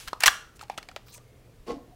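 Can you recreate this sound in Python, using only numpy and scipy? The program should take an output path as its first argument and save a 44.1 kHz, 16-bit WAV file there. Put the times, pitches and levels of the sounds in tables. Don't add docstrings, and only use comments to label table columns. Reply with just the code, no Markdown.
import sys
import numpy as np
from scipy import signal
from scipy.fft import rfft, irfft
from scipy.io import wavfile
from scipy.ndimage import uniform_filter1d

SR = 44100
rng = np.random.default_rng(int(sys.argv[2]) if len(sys.argv) > 2 else 0)


def undo_db(level):
    steps = np.asarray(level, float) / 20
    return 10 ** steps


def transcribe(signal):
    frames = np.atleast_2d(signal).T
    limited = np.clip(frames, -1, 1)
    pcm = np.round(limited * 32767).astype(np.int16)
    wavfile.write(sys.argv[1], SR, pcm)


N = 85995
t = np.arange(N) / SR

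# (frequency [Hz], level [dB])
AIR_HISS = [(15, -34), (25, 0.5), (123, -9), (235, -13), (461, -18), (834, -24.5), (1820, -31), (2730, -31),
            (15800, -40.5)]
AIR_HISS_DB, HISS_CUT_HZ = -57, 16000
HUM_HZ, HUM_DB, HUM_WIDTH_HZ = 120, -61, 6
WHINE_HZ, WHINE_DB = 15100, -91
# (frequency [Hz], level [dB], width [Hz])
MURMURS = [(466, -69, 31), (2000, -74, 750), (1818, -85.5, 22)]
# (frequency [Hz], level [dB per Hz])
EARLIER_CLICK = [(290, -40.5), (500, -16.5), (631, -7.5), (3440, 0), (3750, -1), (11000, -8.5),
                 (16000, -17.5)]
EARLIER_DB, EARLIER_T60_S = -44, 0.38

# (frequency [Hz], t60 [s])
ROOM_DECAY = [(200, 0.6), (1000, 0.3), (2000, 0.36), (6000, 0.38), (10000, .32), (16000, 0.27)]
# (frequency [Hz], level [dB])
ROOM_COLOUR = [(200, -13.5), (600, -3), (1050, 0.5), (1600, -2), (4000, -3), (9000, -2.5), (16000, -0.5)]
ROOM_DB, ROOM_RISE_S = -18, .008

# (time [s], level [dB], frequency [Hz])
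JOLTS = [
    (0.067, -39.5, 40),
    (0.268, -38, 34.4),
    (0.273, -45, 89),
    (1.595, -47.5, 35),
    (1.72, -43, 35),
]

# (three times [s], in any order: the
# earliest is the start, # then peak, then end; level [dB rms], centre [Hz])
DRIFT = [(1.186, 1.354, 1.42, -63.5, 473), (1.416, 1.46, 1.56, -62.5, 452), (1.2, 1.33, 1.458, -73.5, 2150),
         (1.41, 1.47, 1.54, -74.5, 2400), (1.2, 1.36, 1.6, -70.5, 685), (0.88, 0.89, 0.99, -64, 730),
         (1.04, 1.08, 1.255, -66.5, 1200), (1.09, 1.186, 1.2, -64.5, 958), (1.97, 1.84, 1.92, -60.5, 720),
         (1.9, 1.86, 1.91, -55.5, 330)]
DRIFT_T60_S = .04

# (frequency [Hz], level [dB], t60 [s])
BOX_PANELS = [(160, -3.5, 0.11), (272, -7.5, .04), (361, -5, 0.099), (471, -6, 0.059), (579, -5, 0.019),
              (690, -5, 0.019), (840, -11, 0.024), (1068, -6, 0.032), (1330, -18, 0.021),
              (2000, -12.5, 0.03), (2790, -13, 0.0084), (4460, -18, 0.026)]
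# (time [s], peak [dB], frequency [Hz], swell [s], t60 [s])
BOX_BUMPS = [(1.684, -33, 270, .025, .055), (1.680, -42, 480, .02, .05), (1.698, -28, 466, .03, .05),
             (1.7135, -29, 268, .015, .05), (1.689, -40, 1090, .03, .06), (1.737, -35, 280, .03, .07),
             (1.766, -36, 282, .015, .045), (1.782, -53, 1030, .02, .05), (1.728, -39, 440, .02, .04),
             (1.720, -41, 710, .02, .05)]
NUDGE_S, NUDGE_PEAK_S, NUDGE_END_S = 1.6627, 1.712, 1.728
NUDGE_DB, NUDGE_HISS_DB, NUDGE_FADE_S = -37, -40.5, 0.19
SLIPS_PER_S, SETTLE_S, SETTLE_DB, BOX_LOW_CUT_HZ = 900, 1.795, -50, 200
TABLE_DB, TABLE_T60_S, TABLE_HZ = -14.5, 0.41, 676

# (start [s], peak [s], end [s], level [dB rms], centre [Hz])
STROKES = [(.066, .080, .092, -43, 2000), (.199, .228, .238, -33, 1700), (.236, .250, .260, -31, 2000),
           (.2585, .2600, .2680, -19, 5000), (.2665, .2710, .2790, -22, 7000),
           (.2020, .2075, .2125, -33, 8500), (.594, .612, .640, -52, 1500), (.604, .620, .632, -53, 7000),
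           (.770, .783, .793, -43, 2200), (.548, .565, .578, -59, 7000), (1.660, 1.675, 1.70, -53, 2600),
           (.700, .712, .760, -57, 2300)]
# (start [s], peak [s], end [s], level [dB rms], centre [Hz])
SKIN = [(1.055, 1.075, 1.19, -63, 5080), (1.055, 1.08, 1.12, -59, 15150), (1.115, 1.145, 1.184, -50, 6300),
        (1.115, 1.145, 1.184, -54, 8300), (1.12, 1.145, 1.154, -55, 14200),
        (1.125, 1.147, 1.156, -52.5, 2570), (1.055, 1.07, 1.10, -65.5, 1400),
        (1.07, 1.13, 1.154, -57.5, 4160)]
RUB_PER_S, RUB_SPREAD_DB, RUB_FLUTTER_DB, RUB_FLUTTER_S = 7000, 1.5, 2.5, .005
RUB_WIDTH, RUB_OPEN_DB = 0.41, -15.5
SKIN_WIDTH, SKIN_OPEN_DB, SKIN_PATCH_DB, SKIN_PATCH_S = .08, -14, 2.5, .012

# (time [s], peak [dB], frequency [Hz], swell [s], t60 [s])
SHELL_KNOCKS = [(.1312, -17.5, 1100, .003, .006), (.1346, -28, 1300, .003, .01),
                (.1300, -32, 450, .003, .005), (.1385, -42, 1250, .004, .02), (.2380, -15, 1800, .003, .03),
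                (.2793, -3.5, 1690, .003, .022), (.2800, -11, 1200, .003, .022),
                (.2350, -34, 480, .004, .012), (.2840, -17, 1550, .003, .03),
                (.2606, -18, 1320, .002, .015), (.7772, -31, 3600, .001, .005),
                (.6983, -21.5, 818, .005, .018), (.7052, -35, 950, .004, .01), (.7100, -54, 830, .01, .15),
                (.7775, -41, 260, .005, .015)]
# (frequency [Hz], level [dB], t60 [s])
COIL = [(1730, -38.5, 0.27), (8330, -46, .35), (2160, -40, .25), (1400, -39, 0.62), (1060, -43.5, 0.2)]
SNAP_S = .2795

# (time [s], peak [dB], shell ring [Hz], crack against the ring [dB], chatter [s])
HANDLING = [(.5610, -72, 6000, 8.5, 0.002), (.5720, -65, 8530, -5, 0.0019), (.5932, -46, 2710, 6, 0.0026),
            (.6112, -34.5, 1287, -2.5, 0.0044), (.6280, -37.5, 854, -8, 0.0026),
            (.6355, -49, 5100, 9.5, .002), (.6983, -33, 2410, 0, 0.0021), (.7120, -62, 9000, -2, .001),
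            (.6530, -57, 12000, 0, .001), (.6820, -58, 8000, 3, .001), (.7385, -49, 2260, -17, .004),
            (.7772, -35, 3500, 8.5, 0.00084), (.7770, -35, 9000, -8, 0.0011), (.7815, -35, 6500, 3, 0.0012),
            (.7780, -35, 585, -7.5, 0.00089), (.7818, -30.5, 1400, -1, 0.0039),
            (.8282, -43.5, 2270, 4, 0.0029), (.8560, -60, 8920, -4, .002), (.8876, -38.5, 2440, 5, 0.00093),
            (.8915, -40, 744, -16, 0.0017), (.9138, -45, 1360, 0.5, 0.0014),
            (.9623, -36.5, 612, 11, 0.00042), (.9640, -43, 1410, -8, 0.0025),
            (1.0832, -59, 1274, 16, 0.00077), (1.1790, -46.5, 610, 2.5, 0.0021)]
# (time [s], peak [dB], shell ring [Hz], crack against the ring [dB], chatter [s])
SLIDE = [(.0760, -33.5, 1410, 4.5, 0.0017), (.0815, -33.5, 1570, 5, 0.0045),
         (.0905, -41.5, 5730, -3.5, 0.0026), (.1312, -35.5, 4200, 2.5, 0.002),
         (.2060, -22, 7050, -0.5, 0.0021), (.2342, -23, 2450, 1.5, 0.0011),
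         (.2357, -11.5, 2900, 2.5, 0.00056), (.2368, -9.5, 2308, 1, 0.0006),
         (.2592, -9.5, 2050, 0.5, 0.0029), (.2612, -11.5, 6000, 0, .001), (.2632, -10, 10300, -0.5, .0015),
         (.2662, -10.5, 6000, -1, .001), (.2695, -14.5, 10500, -2, .0015),
         (.2730, -11, 11500, -0.5, 0.0018), (.2790, -9, 2800, 3, 0.0022),
         (.2820, -12.5, 3294, -1.5, 0.0022)]
# (frequency [Hz], width [Hz], level [dB])
SHELL = [(2750, 820, 1.5), (3434, 580, -2.5), (4210, 110, -10.5), (4950, 280, -8.5), (5697, 180, -12),
         (6250, 250, -11), (7787, 440, -6), (11220, 770, -15.5), (13900, 700, -16.5), (15580, 530, -22)]
SHELL_WIDEN, SHELL_SCATTER_DB = 2, 2
RING_S, RING_CORNER_HZ, CHATTER_LOSS_DB = .011, 3000, 10.0
CRACK_T60_S, CRACK_DULL, BARE_CRACK_DB = .005, 0.18, -1.5
RATTLE_DB, RATTLE_T60_S, RATTLE_HZ = -0.5, 0.048, 3500
SHELL_LOW_CUT_HZ, GRIP_LOW_CUT_HZ, GRIP_HIGH_CUT_HZ = 744, 340, 9200


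def rms_one(x):
    return x / np.sqrt(np.mean(x ** 2) + 1e-20)


def peak_one(x):
    return x / np.abs(x).max()


def filtered(x, order, hz, kind):
    return signal.sosfilt(signal.butter(order, hz, kind, fs=SR, output="sos"), x)


def at_hz(points, hz):
    table = np.array(points)
    return np.interp(np.log(hz), np.log(table[:, 0]), table[:, 1])


def ring(clicks, hz, t60):
    r, w = undo_db(-60 / (t60 * SR)), 2 * np.pi * hz / SR
    return signal.lfilter([0, np.sin(w)], [1, -2 * r * np.cos(w), r * r], clicks + 1e-18)


def noise_ring(hz, t60):
    return rms_one(ring(rng.standard_normal(N), hz, t60))


def coloured(spectrum):
    hz = np.maximum(np.arange(N // 2 + 1) * SR / N, 1)
    gain = undo_db(at_hz(spectrum, hz)) * (hz < HISS_CUT_HZ)
    return rms_one(irfft(rfft(rng.standard_normal(N)) * gain, N))


def grains(per_s, spread_db):
    size = undo_db(spread_db * np.minimum(rng.exponential(1, N), 4)) * rng.choice([-1, 1], N)
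    return rms_one(size * (rng.random(N) < per_s / SR))


def swell(start, peak, end):
    start, peak, end = np.sort([start, peak, end])
    sag = end - (end - peak) / 6
    return np.interp(t, [start, peak, sag, end], [0, 1, .45, 0])


def background():
    hiss = undo_db(AIR_HISS_DB) * coloured(AIR_HISS)
    hum = undo_db(HUM_DB) * noise_ring(HUM_HZ, 2.2 / HUM_WIDTH_HZ)
    whine = undo_db(WHINE_DB) * noise_ring(WHINE_HZ, 0.018)
    murmur = sum(undo_db(db) * noise_ring(hz, 1.0 / width) for hz, db, width in MURMURS)
    earlier = undo_db(EARLIER_DB - 60 * t / EARLIER_T60_S) * coloured(EARLIER_CLICK)
    return hiss + hum + whine + murmur + earlier


def room(x):
    edges = np.geomspace(120, 17000, num=36)
    tail, u = 0, t[:SR // 2]
    for low, high in zip(edges, edges[1:]):
        hz = np.sqrt(low * high)
        band = filtered(rng.standard_normal(len(u)), 2, [low, high], "band")
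        tail = tail + band * undo_db(at_hz(ROOM_COLOUR, hz) - 60 * u / at_hz(ROOM_DECAY, hz))
    tail = tail * (1 - np.exp(-u / ROOM_RISE_S))
    return signal.fftconvolve(x, undo_db(ROOM_DB) * tail / np.sqrt(np.sum(tail ** 2)))[:N]


def jolts():
    out = 0
    for s, db, hz in JOLTS:
        window = np.sin(np.pi * np.clip(hz * (t - s), 0, 1))
        out = out + undo_db(db) * np.sin(2 * np.pi * hz * (t - s)) * window
    return out


def drift():
    return sum(undo_db(db) * swell(start, peak, end) * noise_ring(hz, DRIFT_T60_S)
               for start, peak, end, db, hz in DRIFT)


def knocks(rows):
    out, span = np.zeros(N + SR), SR // 3
    click = np.r_[1., np.zeros(span - 1)]
    for s, db, hz, rise, t60 in rows:
        body = filtered(ring(ring(click, hz, rise), hz, t60), 2, hz / 2, "high")
        i = int(s * SR)
        out[i:i + span] += undo_db(db) * peak_one(body)
    return out[:N]


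def box():
    push = swell(NUDGE_S, NUDGE_PEAK_S, NUDGE_END_S)
    slips = push ** 0.7 * grains(SLIPS_PER_S, 3.5)
    rock = np.exp(-((t - SETTLE_S) / 0.0048) ** 2) * rng.standard_normal(N)
    panels = sum(undo_db(db) * ring(slips, hz, t60) for hz, db, t60 in BOX_PANELS)
    settle = sum(undo_db(db) * ring(rock, hz, t60) for hz, db, t60 in BOX_PANELS[:6])
    fade = np.where(t < NUDGE_PEAK_S, push ** 1.15, undo_db(-60 * (t - NUDGE_PEAK_S) / NUDGE_FADE_S))
    hiss = fade * filtered(grains(4000.0, 4.0), 2, [900, 5000], "band")
    near = undo_db(NUDGE_DB + 13.5) * peak_one(panels) + undo_db(SETTLE_DB) * peak_one(settle)
    near = filtered(near + undo_db(NUDGE_HISS_DB) * hiss, 4, BOX_LOW_CUT_HZ, "high")
    boom = filtered(rng.standard_normal(SR // 2), 2, TABLE_HZ, "low") * undo_db(-60 * t[:SR // 2] / TABLE_T60_S)
    table = signal.fftconvolve(near, undo_db(TABLE_DB) * boom / np.sqrt(np.sum(boom ** 2)))[:N]
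    return near + knocks(BOX_BUMPS) + table


def wander(depth_db, smooth_s):
    return undo_db(depth_db * rms_one(uniform_filter1d(rng.standard_normal(N), int(smooth_s * SR))))


def rubbing(strokes, width, open_db, patch_db):
    out = 0
    for start, peak, end, db, hz in strokes:
        flutter = wander(RUB_FLUTTER_DB, RUB_FLUTTER_S)
        slips = filtered(flutter * grains(RUB_PER_S, RUB_SPREAD_DB), 3, 800, "high")
        band = [hz / (1 + width), min(hz * (1 + width), .45 * SR)]
        tuned = rms_one(filtered(slips, 1, band, "band"))
        patch = wander(patch_db, SKIN_PATCH_S)
        out = out + undo_db(db) * swell(start, peak, end) * (patch * tuned + undo_db(open_db) * slips)
    return out


def spring():
    since = t - SNAP_S
    return sum(undo_db(db - 60 * since / t60) * (since > 0) * noise_ring(hz, 0.023) for hz, db, t60 in COIL)


def upper_modes(touch):
    out = 0
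    for k, (hz, width, db) in enumerate(SHELL):
        level = undo_db(db + SHELL_SCATTER_DB * rng.standard_normal())
        out = out + (-1) ** k * level * ring(touch, hz, 2.2 / (width * SHELL_WIDEN))
    return out


def contacts(rows, cut_hz):
    out, span = np.zeros(N + SR), SR // 8
    u = t[:span]
    for s, db, hz, crack_db, chatter in rows:
        when = np.r_[0, np.sort(rng.random(5))]
        sizes = undo_db(-CHATTER_LOSS_DB * when) * np.r_[1, rng.choice([-1, 1], 5)]
        touch = np.zeros(span)
        np.add.at(touch, (when * chatter * SR).astype(int), sizes)
        t60 = RING_S / (1 + (hz / RING_CORNER_HZ) ** 2)
        body = ring(ring(touch, hz, t60), hz, t60)
        loss_db = 60 * np.maximum(u - chatter, 0) / CRACK_T60_S + CHATTER_LOSS_DB * np.minimum(u / chatter, 1)
        burst = signal.lfilter([1], [1, -CRACK_DULL], rng.standard_normal(span) * undo_db(-loss_db))
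        rattle = rng.standard_normal(span) * undo_db(RATTLE_DB - 60 * u / (RATTLE_T60_S + chatter))
        crack = peak_one(upper_modes(touch)) + undo_db(BARE_CRACK_DB) * peak_one(burst)
        crack = crack + filtered(rattle, 2, RATTLE_HZ, "low")
        i = int(s * SR)
        out[i:i + span] += undo_db(db) * (peak_one(body) + undo_db(crack_db) * crack)
    return filtered(out[:N], 3, cut_hz, "high")


def scene():
    slide = contacts(SLIDE, SHELL_LOW_CUT_HZ)
    handling = filtered(contacts(HANDLING, GRIP_LOW_CUT_HZ), 1, GRIP_HIGH_CUT_HZ, "low")
    pistol = slide + handling + spring() + knocks(SHELL_KNOCKS)
    rubs = rubbing(STROKES, RUB_WIDTH, RUB_OPEN_DB, 0)
    skin = rubbing(SKIN, SKIN_WIDTH, SKIN_OPEN_DB, SKIN_PATCH_DB)
    near = pistol + rubs + skin + box() + drift()
    return (near + room(near) + jolts() + background())[None]


def low_pass(x):
    return signal.sosfilt(signal.butter(12, 16970, fs=SR, output="sos"), x)


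def record(dry):
    x = signal.sosfilt(signal.cheby2(14, 60, 16600, fs=SR, output="sos"), dry)
    ceiling = .8
    mix = x / (1 + np.abs(x / ceiling) ** 6) ** (1 / 6)
    return low_pass(mix)


dry = scene()
out = record(dry)
transcribe(out)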